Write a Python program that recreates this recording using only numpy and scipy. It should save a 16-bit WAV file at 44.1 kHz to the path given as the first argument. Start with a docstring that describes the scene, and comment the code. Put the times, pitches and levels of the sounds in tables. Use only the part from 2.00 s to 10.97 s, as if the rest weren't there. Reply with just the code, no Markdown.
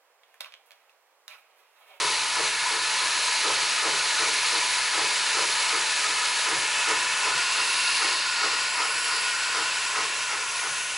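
"""Steam hisses and faintly howls from open drain cocks, heard from down the track over a low rumble.
A locomotive moves slowly off under a brick bridge; its chimney beats four uneven chuffs a wheel turn.
Ground and bridge add short echoes to the hiss, whose colour climbs as the engine draws away.
Two slugs of water spit from the cocks around the time it clears the bridge."""
import sys
import numpy as np
from scipy import signal
from scipy.fft import rfft, irfft
from scipy.io import wavfile
from scipy.ndimage import map_coordinates

SR = 44100
rng = np.random.default_rng(int(sys.argv[2]) if len(sys.argv) > 2 else 0)


def bounce(signal):
    """Save signal as a 16-bit WAV file at the path given by the first command-line argument."""
    frames = np.transpose(np.atleast_2d(signal))
    limited = np.clip(frames, -1, 1)
    pcm = np.round(limited * 32767).astype(np.int16)
    wavfile.write(sys.argv[1], SR, pcm)


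N = 395577
TIME_S, FREQS_HZ = np.arange(N) / SR, np.fft.rfftfreq(N, 1 / SR)
BAND_LIMIT_HZ = 11060

# Drain cock spectra (broad hiss, hard jet, wet sizzle): freq_hz, relative_db
HISS_SPECTRUM = [(50, -55), (190, -33), (320, -17), (450, -13.5), (730, -10.5), (900, -12), (1650, -9.5),
                 (2030, -3.5), (2400, -1.5), (2950, -2.5), (3350, -4.5), (7800, -7.5), (8650, -12),
                 (13000, -12)]
JET_SPECTRUM = [(300, -55), (1200, -9), (2000, -3), (3300, -1.5), (3750, 5), (4300, 7), (5000, 2),
                (5800, -5.5), (6600, -1.5), (8000, -46)]
SIZZLE_SPECTRUM = [(2000, -60), (6000, -9), (8100, -11), (8700, -5), (9250, 6.5), (10200, 7), (11000, 1)]
# Hiss strength: time_s, level_db
HISS_LEVELS = [(0, -28), (2.6, -26.5), (5.6, -28), (6.3, -30.5), (7.6, -29), (8.97, -31.5)]
# Jet strength; sags, recovers, dies away: time_s, level_db
JET_LEVELS = [(0, -34), (1.6, -31), (4.4, -33.5), (4.75, -38), (5.1, -38), (5.45, -31.5), (6.5, -30.5),
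              (6.85, -36), (8, -37), (8.25, -47), (8.97, -50)]
# Spurts of wet steam: peak_s, sigma_s, jet_db, sizzle_db
SPURTS = [(.08, .07, -31.5, -41), (1.15, 0.31, -43, -38), (2.6, .25, -36.5, -36.5), (3.55, 0.22, -43, -38),
          (4.35, .2, -39, -37), (5.85, 0.23, -33, -31.5), (7.02, 0.27, -46, -37), (8.72, 0.26, -51, -37)]
# Reflections off bridge walls and deck: delay_s, gain
BRIDGE_ECHOES = [(.0017, .08), (.0029, -.09), (.0047, .09), (.0068, .09), (.0093, -.07)]
# Steam resonances, under and beyond the bridge: pitch_hz, width_hz, under_db, beyond_db
HOWL_MODES = [(887, 50, -44.5, -48), (992, 60, -39, -39.5), (1058, 70, -50, -40), (1275, 110, -41, -45),
              (1405, 52, -48, -40), (1463, 60, -42, -37), (1715, 110, -38.3, -40), (1876, 60, -45, -41),
              (2190, 130, -40.5, -43), (2572, 70, -41.5, -40), (2747, 60, -47, -38.7),
              (7850, 400, -60, -46)]
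# Gain common to those resonances: time_s, gain_db
HOWL_GAINS = [(0, 0), (4.2, 0.5), (5.1, 1), (7.5, -1), (8.97, -5.5)]
# Single resonances flaring into hoots and whines: peak_s, sigma_s, pitch_hz, width_hz, level_db
HOOTS = [(.7, 0.052, 985, 80, -34), (1.04, .06, 1000, 80, -35), (2.55, 0.07, 975, 80, -37.5),
         (3.65, 0.097, 990, 80, -39), (4.8, 0.3, 1760, 55, -38), (4.95, .3, 2610, 75, -37),
         (5.25, 0.051, 995, 77, -33), (5.65, .25, 2745, 65, -35), (7.16, 0.038, 4600, 600, -33),
         (7.45, 0.3, 1470, 100, -37.5), (8.7, 0.48, 6300, 700, -42), (8.75, .28, 10250, 450, -51)]
# Outdoor rumble spectrum: freq_hz, relative_db
RUMBLE_SPECTRUM = [(10, -35), (25, -21), (40, -11), (52, -2), (64, -3.5), (80, -1.5), (105, 3.5), (160, -2),
                   (200, -5), (270, 0), (500, -23.5)]
# Wheel turns: start_s, bark_db, rasp_db
WHEEL_TURNS = [(0.02, -37.5, -36), (1.476, -35.5, -32.5), (2.99, -37, -30.5), (4.513, -37.5, -31.5),
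               (6.05, -39.5, -29.6), (7.585, -40.5, -31.5)]
# Four beats of a turn: phase_turns, bark_accent_db, rasp_accent_db
TURN_BEATS = [(0, 3, 1.1), (.263, 2.5, 1.8), (.498, -1.2, 1), (.708, -5, -3)]
# Chuff spectra (rasp, bark, boom): freq_hz, relative_db
RASP_SPECTRUM = [(150, -50), (500, -28), (800, 2), (1060, 1.5), (1150, -5), (1280, 12.5), (1400, 0.5),
                 (1750, -3.5), (2200, 4.5), (2700, -29), (5000, -4), (11000, -33)]
BARK_SPECTRUM = [(60, -55), (160, -30), (250, -16.5), (300, -9), (385, -3.5), (530, -2.5), (650, -4),
                 (740, -12), (850, -1.5), (1100, 1.5), (2000, -45), (6000, -60)]
BOOM_SPECTRUM = [(25, -35), (70, -1), (110, -2.5), (160, 10.5), (200, -13), (300, -22), (1000, -62)]
# Chimney pipe resonances: pitch_hz, width_hz, boost_db
FLUE_MODES = [(322, 32, 7.5), (441, 42, 9)]
# Loudest booms under the bridge: peak_s, level_db
BOOMS = [(0.42, -56), (2.23, -57), (4.57, -51.5), (5.362, -53), (8.72, -54)]
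# Water spits: start_s, level_db
SPITS = [(4.888, -12.5), (5.972, -19)]
# Left-right likeness: freq_hz, coherence
STEREO_COHERENCE = [(30, .985), (200, .965), (2000, .96), (5000, .95), (10000, .92)]
# Level, left minus right: freq_hz, lean_db
STEREO_LEAN = [(60, -3), (97, 1), (160, 0), (250, 0), (400, 1), (650, 2), (1050, 1.0), (1700, 2),
               (2730, -0.5), (4400, -0.5), (7100, 1.5), (11400, -1.5)]
# Phase, left ahead of right: freq_hz, lead_rad
STEREO_LEAD = [(200, 0), (1000, .22), (2200, -.3), (4500, -.12), (7500, -.2), (11000, 0)]


def amp(db):
    """Decibels to gain."""
    return 10 ** (np.asarray(db) / 20)


def unit_rms(x):
    """Scale to rms 1."""
    return x / np.sqrt(np.mean(x ** 2) + 1e-20)


def over_freq(table):
    """Table value at every bin, on a log frequency axis."""
    freq_hz, value = np.transpose(table)
    return np.interp(np.log(FREQS_HZ + 1), np.log(freq_hz + 1), value)


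def over_time(table):
    """Table value at every sample."""
    return np.interp(TIME_S, *np.transpose(table))


def resonance(pitch_hz, width_hz):
    """Response of one mode, 1 at centre."""
    return 1 / (1 + (1.3 * (FREQS_HZ - pitch_hz) / width_hz) ** 2)


def swell(peak_s, sigma_s):
    """Gaussian envelope, 1 at peak."""
    return np.exp(-.5 * ((TIME_S - peak_s) / sigma_s) ** 2)


def resample(x, position_samples):
    """Both channels read at fractional positions."""
    return np.array([map_coordinates(side, [position_samples], order=3, mode="nearest") for side in x])


def echo(x, delay_s):
    """Copy with a delay that may drift."""
    return resample(x, np.arange(N) - SR * delay_s)


def turbulence(gain):
    """Noise shaped by a gain per bin; rms 1, nearly alike in both ears."""
    a, b, c, d = rng.standard_normal((4, len(FREQS_HZ)))
    coherence = over_freq(STEREO_COHERENCE)
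    left = a + 1j * b
    right = coherence * left + np.sqrt(1 - coherence ** 2) * (c + 1j * d)
    return unit_rms(irfft(np.array([left, right]) * gain, N))


def noise(spectrum, boost_db=0):
    """Turbulence from a spectrum table."""
    return turbulence(amp(over_freq(spectrum) + boost_db))


def wander(rate_hz):
    """Random curve, rms 1, rolled off above rate_hz."""
    return unit_rms(irfft(rfft(rng.standard_normal(N)) / (1 + (FREQS_HZ / rate_hz) ** 4), N))


def flutter(rate_hz, rms_db):
    """Randomly wavering gain."""
    return amp(rms_db * wander(rate_hz))


def bridge_fade(under_db, beyond_db, clear_s=5.22, fade_s=0.49):
    """Gain crossfade as the engine clears the bridge."""
    beyond = .5 + .5 * np.tanh((TIME_S - clear_s) / fade_s)
    return amp(under_db) * (1 - beyond) + amp(beyond_db) * beyond


def strokes(last_turn_s=1.526):
    """Piston strokes, four a wheel turn. 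Rows: start_s, bark_db, rasp_db."""
    lengths_s = np.append(np.diff([turn[0] for turn in WHEEL_TURNS]), last_turn_s)
    return np.array([(start_s + phase_turns * turn_s, bark_db + bark_accent_db, rasp_db + rasp_accent_db)
                     for (start_s, bark_db, rasp_db), turn_s in zip(WHEEL_TURNS, lengths_s)
                     for phase_turns, bark_accent_db, rasp_accent_db in TURN_BEATS])


def stroke_envelope(levels_db, lag_s, rise_s, decay_s):
    """Each stroke: the valve opens smoothly, the cylinder empties. Time constants apply to power."""
    power = np.zeros(N)
    for start_s, level_db in zip(strokes()[:, 0], levels_db):
        age_s = TIME_S - start_s - lag_s
        near = (age_s > -.2) & (age_s < .8)
        falloff = np.where(age_s[near] < 0, (age_s[near] / rise_s) ** 2, age_s[near] / decay_s)
        power[near] += amp(level_db) ** 2 * np.exp(-falloff)
    return np.sqrt(power)


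def drain_cocks(throb=0.023):
    """Escaping steam: broad hiss, spurting jet and wet sizzle; all surge slightly with each stroke."""
    jet_power = amp(over_time(JET_LEVELS)) ** 2
    sizzle_power = bridge_fade(under_db=-37, beyond_db=-43) ** 2
    for peak_s, sigma_s, jet_db, sizzle_db in SPURTS:
        spurt = swell(peak_s, sigma_s)
        jet_power += (amp(jet_db) * spurt) ** 2
        sizzle_power += (amp(sizzle_db) * spurt) ** 2
    hiss = noise(HISS_SPECTRUM) * amp(over_time(HISS_LEVELS)) * flutter(rate_hz=11, rms_db=0.74)
    jet = noise(JET_SPECTRUM) * np.sqrt(jet_power) * flutter(rate_hz=17, rms_db=0.66)
    sizzle = noise(SIZZLE_SPECTRUM) * np.sqrt(sizzle_power) * flutter(rate_hz=180, rms_db=1.7)
    surge = stroke_envelope(np.zeros(len(strokes())), lag_s=-0.0091, rise_s=0.021, decay_s=0.13)
    return (hiss + jet + sizzle) * (1 + throb * (surge - surge.mean()))


def add_echoes(steam, comb_hz=2044, climb_hz_per_s=70, drift_per_s=0.0038):
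    """Ballast and bridge echoes lag less as the engine recedes, so their comb peaks climb."""
    first_s = BRIDGE_ECHOES[0][0]
    walls = sum(gain * np.exp(-2j * np.pi * FREQS_HZ * (delay_s - first_s))
                for delay_s, gain in BRIDGE_ECHOES)
    bridge = echo(irfft(rfft(steam) * walls, N), first_s * (1 - drift_per_s * TIME_S))
    ground = echo(steam, 1 / (comb_hz + climb_hz_per_s * TIME_S))
    ground_gain = 0.038 + 0.24 * swell(peak_s=6.86, sigma_s=.6)  # strongest just beyond the bridge
    return steam + ground_gain * ground + bridge


def howls(pitch_waver=0.002003):
    """Steam excites wavering resonances; their balance shifts as the engine clears the bridge."""
    held = sum(turbulence(resonance(pitch_hz, width_hz)) * bridge_fade(under_db, beyond_db)
               * flutter(rate_hz=5, rms_db=1.2)
               for pitch_hz, width_hz, under_db, beyond_db in HOWL_MODES)
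    hoots = sum(turbulence(resonance(pitch_hz, width_hz)) * amp(level_db) * swell(peak_s, sigma_s)
                for peak_s, sigma_s, pitch_hz, width_hz, level_db in HOOTS)
    speed = 1 + pitch_waver * wander(rate_hz=4)
    return resample(held * amp(over_time(HOWL_GAINS)) + hoots, np.cumsum(speed / speed.mean()))


def outdoor_rumble(level_db=-61):
    """Steady low background."""
    return noise(RUMBLE_SPECTRUM) * amp(level_db)


def chimney(boom_re_bark_db=-24.5):
    """Each blast starts with a rasp, barks in the chimney, then booms under the bridge."""
    _, bark_db, rasp_db = strokes().T
    flue_db = sum(boost_db * resonance(pitch_hz, width_hz) for pitch_hz, width_hz, boost_db in FLUE_MODES)
    rasp = noise(RASP_SPECTRUM) * stroke_envelope(rasp_db, lag_s=-0.0057, rise_s=0.033, decay_s=0.03)
    bark = noise(BARK_SPECTRUM, flue_db)
    bark *= stroke_envelope(bark_db, lag_s=.001, rise_s=0.028, decay_s=0.049)
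    boom_beats = stroke_envelope(bark_db + boom_re_bark_db, lag_s=0.026, rise_s=0.031, decay_s=0.076)
    boom_accents = sum(amp(level_db) * swell(peak_s, sigma_s=.028) for peak_s, level_db in BOOMS)
    boom = noise(BOOM_SPECTRUM) * np.hypot(boom_accents, boom_beats)
    return (rasp + bark) * flutter(rate_hz=55, rms_db=1.1) + boom


def water_spits(decay_s=0.00062, low_cut_hz=700):
    """Slugs of water snap out of the cocks."""
    bursts = sum(amp(level_db) * (TIME_S >= start_s) * np.exp(-abs(TIME_S - start_s) / decay_s)
                 for start_s, level_db in SPITS)
    high_pass = signal.butter(2, low_cut_hz, "highpass", fs=SR)
    return signal.lfilter(*high_pass, bursts * turbulence(FREQS_HZ < BAND_LIMIT_HZ))


def scene():
    """Engine over outdoor rumble, stereo."""
    return outdoor_rumble() + add_echoes(drain_cocks()) + howls() + chimney() + water_spits()


def record(dry):
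    """Two close microphone ports, slightly apart in level and phase; then the band limit."""
    left_port = amp(over_freq(STEREO_LEAN) / 2) * np.exp(.5j * over_freq(STEREO_LEAD))
    heard = irfft(rfft(dry) * np.array([left_port, 1 / left_port]), N)
    low_pass = signal.firwin(1023, BAND_LIMIT_HZ, window=("kaiser", 9), fs=SR)
    return signal.oaconvolve(heard, low_pass[None], "same")


dry = scene()
out = record(dry)
bounce(out)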